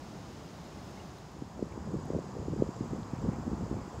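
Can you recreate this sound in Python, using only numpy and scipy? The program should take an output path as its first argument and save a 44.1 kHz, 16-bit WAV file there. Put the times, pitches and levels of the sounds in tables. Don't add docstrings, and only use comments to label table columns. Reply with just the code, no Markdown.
import sys
import numpy as np
from scipy.fft import rfft, irfft, next_fast_len
from scipy.io import wavfile
from scipy.ndimage import map_coordinates

SR = 44100
rng = np.random.default_rng(int(sys.argv[2]) if len(sys.argv) > 2 else 0)


def pcm_store(signal):
    levels = np.round(np.clip(np.atleast_2d(signal), -1, 1) * 32767)
    wavfile.write(sys.argv[1], SR, levels.astype(np.int16).T)


N = 176400

# frequency_hz, relative_level_db
CALM_COLOUR = [(20, -39), (40, -10.5), (62, -0.5), (100, -1.5), (175, 1.5), (250, -3.5), (330, -4.5),
               (500, -10.5), (720, -9), (1100, -14), (1600, -20.5), (2400, -25), (4000, -26), (4700, -26.5),
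               (5050, -23.5), (5700, -28), (6500, -26), (7400, -30.5), (8300, -36), (11000, -42),
               (15500, -45)]
BREEZE_COLOUR = [(20, -41), (60, 2), (170, 8.5), (400, -8.5), (700, 3.5), (1050, 3), (1400, -6.5),
                 (1900, -12.5), (2600, -29.5), (4000, -33.5), (8000, -38)]
HISS_COLOUR = [(500, -4), (2500, -2), (3900, -5), (4500, -3.5), (4950, 1.5), (5400, -3), (5950, -3.5),
               (6450, -1), (6800, 0.5), (7200, -2.5), (7550, -4.5), (8300, -14), (10000, -18),
               (13000, -26.5), (15500, -29.5)]
RUMBLE_COLOUR = [(20, -22), (35, -10.5), (58, 1.5), (110, 0.5), (160, 1), (230, -3), (330, -20), (520, -14),
                 (700, -41), (1500, -63)]
# time_s, level_db
BREEZE_LEVELS = [(1.0, -71), (1.3, -58), (1.8, -51), (2.1, -48.5), (2.5, -50.5), (2.9, -48.5),
                 (3.35, -47.5), (3.7, -47.5), (4.0, -47.5)]
CHORUS_PITCHES = (6944, 7355, 7697)
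# pitch_spread_hz, level_db, loudest_at_s, half_length_s
CHORUS_SWELLS = [(24, -76.5, 2.1, 1), (24, -75, 3.4, 1.0), (16, -77, 4.4, .8)]
# time_s, level_db
TRILL_LEVELS = [(1.3, -76), (1.6, -65), (1.9, -61.5), (2.1, -61.5), (2.4, -68), (2.8, -62.5), (3.3, -64),
                (4.0, -65)]
# time_s, level_db, pitch_hz
DROPLET_TICKS = [(.514, -59, 9800), (.572, -61, 15000), (.853, -58, 14700), (.912, -58, 12500),
                 (1.184, -57, 14300), (1.318, -60, 12800), (1.391, -58, 10000), (2.055, -53, 11050),
                 (3.032, -45, 3800)]
# time_s, droplet_level_db, half_length_s
PADDLE_SPLASHES = [(1.715, -64.5, 0.015), (3.143, -61, 0.031), (3.339, -60.5, 0.017), (3.819, -62, 0.034)]
# start_s, level_db, pitch_hz, fade_cycles
WATER_DRIPS = [(.784, -52, 2000, 14), (.794, -53, 4130, 14), (.974, -50, 2100, 14), (.998, -49.5, 2780, 18),
               (1.185, -48, 3900, 8)]
# time_s, strength_db
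GUST_STRENGTHS = [(1.3, -57), (1.38, -41.5), (1.47, -49), (1.57, -43.5), (1.62, -32.5), (1.68, -44.5),
                  (1.72, -39), (1.84, -43), (1.96, -31), (2.02, -40), (2.08, -42), (2.16, -34), (2.3, -42),
                  (2.39, -31), (2.47, -40), (2.5, -31.5), (2.62, -35), (2.75, -45.5), (2.84, -32),
                  (2.89, -41), (2.93, -35), (3.04, -38.5), (3.1, -41.5), (3.29, -31), (3.35, -35),
                  (3.62, -34.5), (3.68, -40.5), (3.79, -33.5), (3.89, -44.5), (4.0, -40)]
# time_s, level_db, pitch_hz
AIR_PUFFS = [(1.424, -27, 250), (1.594, -29, 510), (1.628, -19.5, 308), (1.778, -29, 275),
             (1.954, -22, 207), (2.105, -21.5, 354), (2.136, -25.5, 400), (2.15, -22.5, 449),
             (2.167, -22.5, 258), (2.19, -23.5, 416), (2.485, -22.5, 295), (2.537, -23, 337),
             (2.601, -23.5, 167), (2.624, -12, 353), (2.692, -25.5, 256), (2.811, -23, 243),
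             (2.936, -24.5, 283), (3.137, -24.5, 219), (3.245, -24, 191), (3.29, -18.5, 174),
             (3.388, -26.5, 238), (3.481, -27, 237), (3.534, -23.5, 222), (3.715, -23, 260),
             (3.731, -25, 283), (3.77, -27.5, 262)]


def amp(db):
    return 10 ** (np.asarray(db) / 20)


def unit(x):
    return x / np.sqrt(np.mean(x ** 2) + 1e-20)


def clock():
    return np.arange(N) / SR


def curve(rows):
    return np.interp(clock(), *np.transpose(rows))


def wobble(per_s):
    return map_coordinates(rng.standard_normal(int(N * per_s / SR) + 4), [clock() * per_s])


def filtered(x, gain_at):
    size = next_fast_len(N + SR // 2)
    return irfft(rfft(x, size) * gain_at(np.fft.rfftfreq(size, 1 / SR)), size)[:N]


def noise(colour):
    points_hz, db = np.transpose(colour)
    white = rng.standard_normal(N)
    return unit(filtered(white, lambda hz: amp(np.interp(np.log(hz + 1), np.log(points_hz + 1), db))))


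def bursts(times, gains, hz, half_length_s, glide_hz_per_s=0):
    t = np.arange(-SR // 40, SR // 40) / SR
    columns = np.broadcast_arrays(times, gains, hz, half_length_s, glide_hz_per_s)
    middle, gain, pitch, width, glide = (column[:, None] for column in columns)
    cycles = pitch * t + .5 * glide * t * t + rng.random(middle.shape)
    waves = gain * np.exp(-.5 * (t / width) ** 2) * np.sin(2 * np.pi * cycles)
    samples = np.round(middle * SR).astype(int) + np.round(t * SR).astype(int)
    inside = (samples >= 0) & (samples < N)
    return np.bincount(samples[inside], waves[inside], N)


def background():
    fade_out = np.interp(clock(), (1.0, 2.07), [1, 0])
    fade_in = np.interp(clock(), (0.89, 2.07), [0, 1])
    calm = fade_out * amp(-46 + 0.24 * wobble(per_s=6.3)) * noise(CALM_COLOUR)
    hiss = fade_in * amp(-60.5 + 0.57 * wobble(per_s=4.92)) * noise(HISS_COLOUR)
    breeze = amp(curve(BREEZE_LEVELS) + 0.35 * wobble(per_s=7.99)) * noise(BREEZE_COLOUR)
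    return calm + hiss + breeze


def insect_chorus():
    out = np.zeros(N)
    for pitch_hz, (spread_hz, db, loudest_at_s, half_length_s) in zip(CHORUS_PITCHES, CHORUS_SWELLS):
        white = rng.standard_normal(N)
        tone = unit(filtered(white, lambda hz: np.exp(-.5 * ((hz - pitch_hz) / spread_hz) ** 2)))
        swell = np.exp(-.5 * ((clock() - loudest_at_s) / half_length_s) ** 2)
        out += amp(db) * swell * tone
    return out


def ticks():
    times, db, hz = np.transpose(DROPLET_TICKS)
    return bursts(times, amp(db), hz, half_length_s=0.00021)


def splashes(droplets=30, pitch_hz=2220):
    out = np.zeros(N)
    for time_s, db, half_length_s in PADDLE_SPLASHES:
        time_scatter, pitch_scatter = rng.standard_normal((droplets, 2)).T
        times = time_s + half_length_s * time_scatter
        out += bursts(times, amp(db), pitch_hz * np.exp(0.12 * pitch_scatter), half_length_s=0.0012)
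    return out


def drips(pitch_rise=.03):
    out = np.zeros(N)
    for start_s, db, pitch_hz, fade_cycles in WATER_DRIPS:
        cycles = np.maximum(clock() - start_s, 0) * pitch_hz
        age = cycles / fade_cycles
        loudness = amp(db) * (1 - np.exp(-cycles / 2)) * np.exp(-age)
        out += loudness * np.sin(2 * np.pi * cycles * (1 + .5 * pitch_rise * age))
    return out


def insect_trill(start_s=1.3485, strokes_per_s=35.28, pitch_hz=7780):
    times = np.arange(start_s, N / SR, 1 / strokes_per_s)
    level_scatter, pitch_scatter = rng.standard_normal((len(times), 2)).T
    gains = amp(np.interp(times, *np.transpose(TRILL_LEVELS)) + .5 * level_scatter)
    hz = pitch_hz + 25 * pitch_scatter
    return bursts(times, gains, hz, half_length_s=0.0019, glide_hz_per_s=-50000)


def swirls(count=1200, per_s=105, pitch_hz=369, scatter_db=4):
    time_scatter, pitch_scatter, level_scatter = np.clip(rng.standard_normal((count, 3)).T, -2, 2)
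    hz = pitch_hz * np.exp(0.23 * pitch_scatter)
    times = (np.arange(count) + .5 * time_scatter) / per_s
    return unit(bursts(times, amp(scatter_db * level_scatter), hz, half_length_s=0.59 / hz))


def puffs(pitch_fall_per_cycle=0.78):
    times, db, hz = np.transpose(AIR_PUFFS)
    glide = -pitch_fall_per_cycle * hz ** 2
    return bursts(times, amp(db), hz, half_length_s=.46 / hz, glide_hz_per_s=glide)


def microphone_opening(hz, low_hz=52, high_hz=710):
    bass_cut = hz ** 2 / np.sqrt(hz ** 4 + low_hz ** 4)
    return bass_cut / np.sqrt(1 + (hz / high_hz) ** 18)


def wind(fade_in_s=0.059):
    start_s = GUST_STRENGTHS[0][0]
    strength = amp(curve(GUST_STRENGTHS)) * np.clip((clock() - start_s) / fade_in_s, 0, 1)
    lumps = amp(2.5 * np.clip(wobble(per_s=38), -2, 2))
    rumble = unit(lumps * noise(RUMBLE_COLOUR))
    air = strength * (amp(-3) * rumble + amp(-9.5) * swirls()) + puffs()
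    return filtered(air, microphone_opening)


def scene():
    return (background() + wind() + insect_trill() + insect_chorus() + drips() + splashes() + ticks())[None]


def record(dry, top_hz=15700):
    return np.array([filtered(channel, lambda hz: hz < top_hz) for channel in dry])


dry = scene()
out = record(dry)
pcm_store(out)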